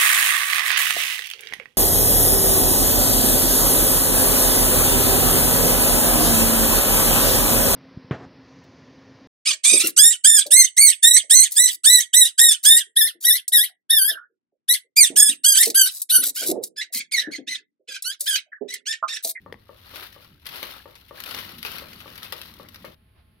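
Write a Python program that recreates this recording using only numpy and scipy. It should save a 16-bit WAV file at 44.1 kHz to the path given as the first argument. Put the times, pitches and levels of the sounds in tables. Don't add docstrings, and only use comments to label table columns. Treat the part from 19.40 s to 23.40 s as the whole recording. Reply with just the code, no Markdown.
import sys
import numpy as np
from scipy import signal
from scipy.fft import rfft, irfft
from scipy.io import wavfile

SR = 44100
rng = np.random.default_rng(int(sys.argv[2]) if len(sys.argv) > 2 else 0)


def generate_wav(signal):
    frames = np.transpose(np.atleast_2d(signal))
    scaled = np.clip(frames, -1, 1) * 32767
    pcm = np.round(scaled).astype(np.int16)
    wavfile.write(sys.argv[1], SR, pcm)


N = 176400
T = np.arange(N) / SR
CUT_S, TOP_HZ = 3.555, 16000

# t/s, level/dB
MOVEMENT = [(0, -62), (0.11, -48.5), (0.25, -72), (0.57, -62.5), (0.83, -69.5), (0.94, -57), (1.0, -64.5),
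            (1.2, -56.5), (1.61, -72.5), (1.96, -53.5), (2.03, -49.5), (2.12, -50.5), (2.54, -53),
            (2.8, -55.5), (3.52, -54), (3.56, -72.5), (4, -70)]
# f/Hz, level/dB
TWIG_SPECTRUM = [(1060, -31.5), (1800, -0.5), (2040, -1), (3180, 2), (4130, 1), (5830, -9), (7500, -24),
                 (9840, -9.5), (12100, -5), (13900, -1.5), (15600, -13)]


def from_db(db):
    return 10 ** (np.asarray(db) / 20)


def rms_one(x):
    return x / np.sqrt(np.mean(x ** 2) + 1e-20)


def pan(x, left_db):
    return x * from_db(left_db * np.array([[.5], [-.5]]))


def add(out, s, sound):
    start = int(s * SR)
    out[..., start:start + sound.shape[-1]] += sound[..., :N - start]


def butter(x, hz, kind, order=2):
    return signal.sosfilt(signal.butter(order, hz, kind, fs=SR, output="sos"), x + 1e-18)


def convolve(x, response):
    return signal.fftconvolve(np.atleast_2d(x), np.atleast_2d(response), axes=1)[:, :N]


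def colour(x, points, size=4096):
    hz, db = np.transpose(points)
    grid_hz = np.maximum(np.arange(size // 2 + 1) * SR / size, 1)
    gain = from_db(np.interp(np.log(grid_hz), np.log(hz), db))
    cepstrum = irfft(np.log(gain))
    cepstrum[1:size // 2] *= 2
    cepstrum[size // 2 + 1:] = 0
    return convolve(x, irfft(np.exp(rfft(cepstrum))))


def drift(hz, hop=40):
    pole = np.exp(-2 * np.pi * hz * hop / SR)
    noise = rng.standard_normal(N // hop + 2002)
    slow = signal.lfilter([1], [1, -2 * pole, pole * pole], noise)[2000:]
    return np.interp(np.arange(N) / hop, np.arange(len(slow)), rms_one(slow))


def stereo_noise(spectrum, side_db):
    mid, side = rng.standard_normal((2, N))
    return rms_one(colour(mid + from_db(side_db) * side * [[1], [-1]], spectrum))


def dying_noise(t60):
    t = T[:SR // 2]
    tail = rng.standard_normal((2, len(t))) * from_db(-60 * t / t60)
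    return tail / np.sqrt(np.sum(tail ** 2, axis=1, keepdims=True))


def struck(modes, scatter_db):
    t = T[:SR // 8]
    return sum(from_db(db + scatter_db * rng.standard_normal() - 60 * t / t60)
               * np.sin(2 * np.pi * hz * t) for hz, db, t60 in modes)


def background(rumble_db=-57, follow=0.29, hiss_db=-68.5):
    # f/Hz, level/dB
    rumble_spectrum = [(33, -12), (55, 1), (100, 1.5), (125, -8), (175, -6.5), (260, -17), (1000, -57.5)]
    hiss_spectrum = [(450, 0), (900, -9), (1400, -4), (2800, -4.5), (4600, -11), (7600, -44), (10000, -23),
                     (13000, -14), (16000, -24)]
    moving_db = np.interp(T, *np.transpose(MOVEMENT))
    swell_db = follow * (moving_db - moving_db.mean())
    rumble = from_db(rumble_db + swell_db) * stereo_noise(rumble_spectrum, side_db=-17)
    return rumble + from_db(hiss_db) * stereo_noise(hiss_spectrum, side_db=-1.5)


def buzz(hz=214, level_db=-71):
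    # f/Hz, level/dB
    spectrum = [(430, -17), (650, 1), (1100, -0.5), (1600, -22), (9200, -36), (9750, 0), (10800, -8),
                (16000, -29)]
    pulses = sum(np.cos(2 * np.pi * k * hz * T) for k in range(1, TOP_HZ // hz))
    return from_db(level_db) * rms_one(colour(pulses, spectrum)) * (T > CUT_S) * np.array([[0], [1]])


def far_scrape(at_s=3.79, width_s=0.039, level_db=-63):
    # f/Hz, level/dB
    spectrum = [(1400, -5.5), (4500, -12.5), (6500, -38)]
    swell = np.exp(-((T - at_s) / width_s) ** 2)
    return from_db(level_db) * swell * stereo_noise(spectrum, side_db=-2)


def yard(x, wet_db, t60=0.34, build_s=0.0043, wall_hz=9100):
    build_up = 1 - np.exp(-T[:SR // 2] / build_s)
    scatter = butter(dying_noise(t60) * build_up, wall_hz, "low", order=1)
    return x + from_db(wet_db) * convolve(x, scatter)


def knocks(gain_db=-1.5):
    # t/s, level/dB, hardness as low-pass f/Hz
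    blows = [(0.062, -38, 1330), (0.293, -41.5, 1270), (0.538, -42, 1000), (0.763, -42.5, 1000),
             (1.229, -34, 1020), (1.457, -38, 1210), (1.71, -35.5, 1300), (2.421, -40, 900),
             (2.659, -39.5, 1210), (2.926, -34, 1200), (3.198, -39, 900), (3.445, -36.5, 1880)]
    # f/Hz, level/dB, t60/s
    modes = [(372, -3, 0.036), (554, 2, 0.037), (592, -5, 0.032), (900, -4, 0.025), (1150, 6.5, 0.015),
             (1790, 0, 0.013)]
    out = np.zeros(N)
    for s, db, top_hz in blows:
        add(out, s, from_db(db + gain_db) * butter(struck(modes, scatter_db=2), top_hz, "low"))
    return pan(butter(out, 380, "high"), left_db=5)


def shuffle(gain_db=-2, uneven_db=1.5):
    # f/Hz, level/dB
    spectrum = [(60, -23.5), (130, -4), (190, 0), (280, -4), (400, -13), (900, -52.5)]
    level_db = np.interp(T, *np.transpose(MOVEMENT)) + gain_db + uneven_db * drift(hz=25)
    return from_db(level_db) * stereo_noise(spectrum, side_db=-17.5)


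def clacks():
    # t/s, level/dB
    hits = [(0.1254, -22.5), (0.1424, -42)]
    # f/Hz, level/dB, t60/s
    modes = [(480, -7, 0.02), (990, 6, 0.0041), (1910, -5, 0.0098), (3200, -10, 0.0042), (4870, -16, 0.011)]
    out = np.zeros(N)
    for s, db in hits:
        add(out, s, from_db(db) * struck(modes, scatter_db=5))
    dulled = butter(out, 4300, "low", order=4)
    return pan(butter(dulled, 300, "high"), left_db=7.5)


def to_the_left(x):
    # f/Hz, left minus right level/dB
    balance = [(450, 1.5), (740, 9.5), (1220, 1.5), (2010, 4), (3330, 9), (11500, 7.5), (15000, 28)]
    hz, lead_db = np.transpose(balance)
    left_db = 10 * np.log10(2 / (1 + from_db(-lead_db) ** 2))
    return np.vstack([colour(x[0], np.c_[hz, left_db]), colour(x[1], np.c_[hz, left_db - lead_db])])


def clinks(pull_db, per_s=45, level_db=-34, follow=0.92, scatter_db=3, low_hz=1127, high_hz=4503):
    out = np.zeros((2, N))
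    tap_db = level_db + follow * (pull_db - pull_db.max())
    for when, pitch, size, side in rng.random((int(per_s * N / SR), 4)):
        db = tap_db[int(when * N)] + scatter_db * (2 * size - 1)
        hz = low_hz + pitch * (high_hz - low_hz)
        tap = struck([(hz, db, 0.03)], scatter_db=0.5)
        add(out, when * N / SR, pan(tap, left_db=6 * (side - .5)))
    return out


def twig_response(ring_s, ring_db):
    response = from_db(ring_db) * dying_noise(ring_s)[:, :SR // 8]
    response[0, 0] += 1
    response[1, rng.integers(4, 12)] += 1
    return response


def crackle(pull_db, per_s, spread_db, clump_db, ring_s, ring_db, follow, twigs=8):
    rate = per_s * from_db(follow * (pull_db - pull_db.max()))
    sizes = from_db(spread_db * np.minimum(rng.exponential(1, N), 4)) * rng.choice([-1, 1], N)
    slips = rng.random(N) < rate / SR
    clumps = from_db(clump_db * drift(hz=34))
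    clicks = sizes * slips / np.sqrt(rate) * clumps
    dealt = rng.integers(0, twigs, N)
    return sum(convolve(clicks * (dealt == k), twig_response(ring_s, ring_db)) for k in range(twigs))


def bark_ticks(pull_db, level_db=-52, follow=0.43):
    ticks = crackle(pull_db, per_s=95, spread_db=1, clump_db=7, ring_s=0.084, ring_db=6, follow=0.25)
    swell_db = follow * (pull_db - pull_db.max())
    return from_db(level_db + swell_db) * rms_one(colour(ticks, TWIG_SPECTRUM))


def thick_break(at_s=2.2503, hz=880, level_db=-31.5, t60=0.048):
    out = np.zeros((2, N))
    add(out, at_s, struck([(hz, level_db, t60)], scatter_db=3))
    return out


def snaps(gain_db=5, splinter_db=2, splinter_s=0.0076, splinters_per_s=5000, wood_hz=1400):
    # t/s, level/dB, thickness as low wood tone level/dB
    breaks = [(0.126, -34.5, -10), (0.558, -22, 1.5), (0.6072, -30, -2), (0.633, -27.5, -2),
              (0.7274, -32.5, -6), (1.0566, -23.5, -24), (1.0645, -23, -21), (1.0674, -16, -12),
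              (1.089, -24, -7), (1.1592, -25.5, -2), (1.229, -15.5, -13), (1.236, -25, -2),
              (1.3219, -29, -5), (1.5545, -30.5, 1), (1.803, -19, -29), (1.838, -19, -25),
              (1.861, -20.5, -10), (1.91, -17.5, -13), (1.947, -17, -13), (1.989, -19, 3.5),
              (2.092, -27, 4), (2.2292, -18, -15), (2.25, -17, 8), (2.263, -23, 1), (2.317, -21.5, -14),
              (2.3835, -19, -18), (2.5326, -27.5, -17), (2.604, -27, 0), (2.679, -32.5, 9.5),
              (2.702, -31.5, -20), (2.7563, -26.5, -5), (2.778, -24, -6), (2.8309, -21.5, -12),
              (2.845, -32, 0), (2.9238, -14, -1.5), (2.979, -26, -12), (3.0157, -21.5, -11),
              (3.139, -31, -16), (3.287, -29, -9), (3.3452, -26, -9), (3.359, -27, -12), (3.449, -27, 9.5)]
    # f/Hz, level/dB
    spectrum = [(180, -15), (320, -6), (550, 4.5), (800, -4), (1300, 5), (3000, 7.5), (4500, 4),
                (6000, -2.5), (7500, -15.5), (9500, -5.5), (12500, 2.5), (16000, -8.5)]
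    out, t = np.zeros((2, N)), T[:SR // 8]
    for s, db, wood_db in breaks:
        thickness = from_db(wood_db)
        fibres = (rng.random(len(t)) < splinters_per_s / SR) * rng.standard_normal(len(t))
        fibres *= np.exp(-t / (splinter_s * thickness))
        fibres *= from_db(splinter_db) / (np.linalg.norm(fibres) + 1e-18)
        fibres[0] = 1
        crack = convolve(fibres, twig_response(ring_s=0.041, ring_db=0.5))
        crack += (thickness - 1) * butter(crack, wood_hz, "low", order=1)
        add(out, s, from_db(db + gain_db) * crack)
    return colour(out, spectrum)


def rustle(pull_db, twig_db=4, stick_db=-0.5, split_hz=1760):
    # f/Hz, level/dB
    stick_spectrum = [(150, -24), (300, -5.5), (520, -5), (950, -4.5), (1300, 0.5), (1700, -2), (2300, 1)]
    twigs = crackle(pull_db, per_s=3500, spread_db=3.5, clump_db=0.47,
                    ring_s=0.031, ring_db=5, follow=0.45)
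    sticks = crackle(pull_db, per_s=1500, spread_db=3, clump_db=1.14,
                     ring_s=0.027, ring_db=2.5, follow=0.4)
    twigs = rms_one(butter(colour(twigs, TWIG_SPECTRUM), split_hz, "high", order=4))
    sticks = rms_one(butter(colour(sticks, stick_spectrum), split_hz, "low", order=4))
    return from_db(pull_db + twig_db) * twigs + from_db(pull_db + stick_db) * sticks


def scene(fade_s=0.016):
    # t/s, level/dB
    pulls = [
        [(0, -80), (0.27, -67), (0.41, -61), (0.54, -48.5), (0.57, -44), (0.64, -44), (0.7, -59), (0.86, -58.5),
         (0.97, -70), (1.04, -66.5)],
        [(1.06, -50.5), (1.11, -48.5), (1.15, -41), (1.2, -44), (1.25, -43.5), (1.38, -50.5), (1.43, -60),
         (1.72, -62.5)],
        [(1.78, -46), (1.83, -50), (1.88, -42), (2.0, -40), (2.04, -45), (2.22, -56)],
        [(2.26, -39), (2.3, -45), (2.35, -41.5), (2.48, -51.5), (2.59, -51.5), (2.65, -54.5), (2.81, -51.5),
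         (2.85, -42.5), (2.88, -51.5), (2.98, -49.5), (3.07, -50), (3.17, -58.5), (3.22, -54), (3.27, -60.5),
         (3.4, -58.5), (3.47, -59.5), (3.54, -60.5)],
    ]
    pull_db = np.interp(T, *np.vstack(pulls).T)
    ambience = shuffle() + far_scrape() + background() + buzz()
    blows = yard(clacks(), wet_db=-15.5) + yard(knocks(), wet_db=1.5)
    pile = rustle(pull_db) + bark_ticks(pull_db) + snaps() + thick_break() + clinks(pull_db)
    pile = to_the_left(yard(pile, wet_db=-10))
    before_cut = np.clip((CUT_S - T) / fade_s, 0, 1)
    return before_cut * (pile + blows) + ambience


def record(dry):
    return signal.sosfilt(signal.ellip(10, .1, 80, TOP_HZ, fs=SR, output="sos"), dry)


dry = scene()
out = record(dry)
generate_wav(out)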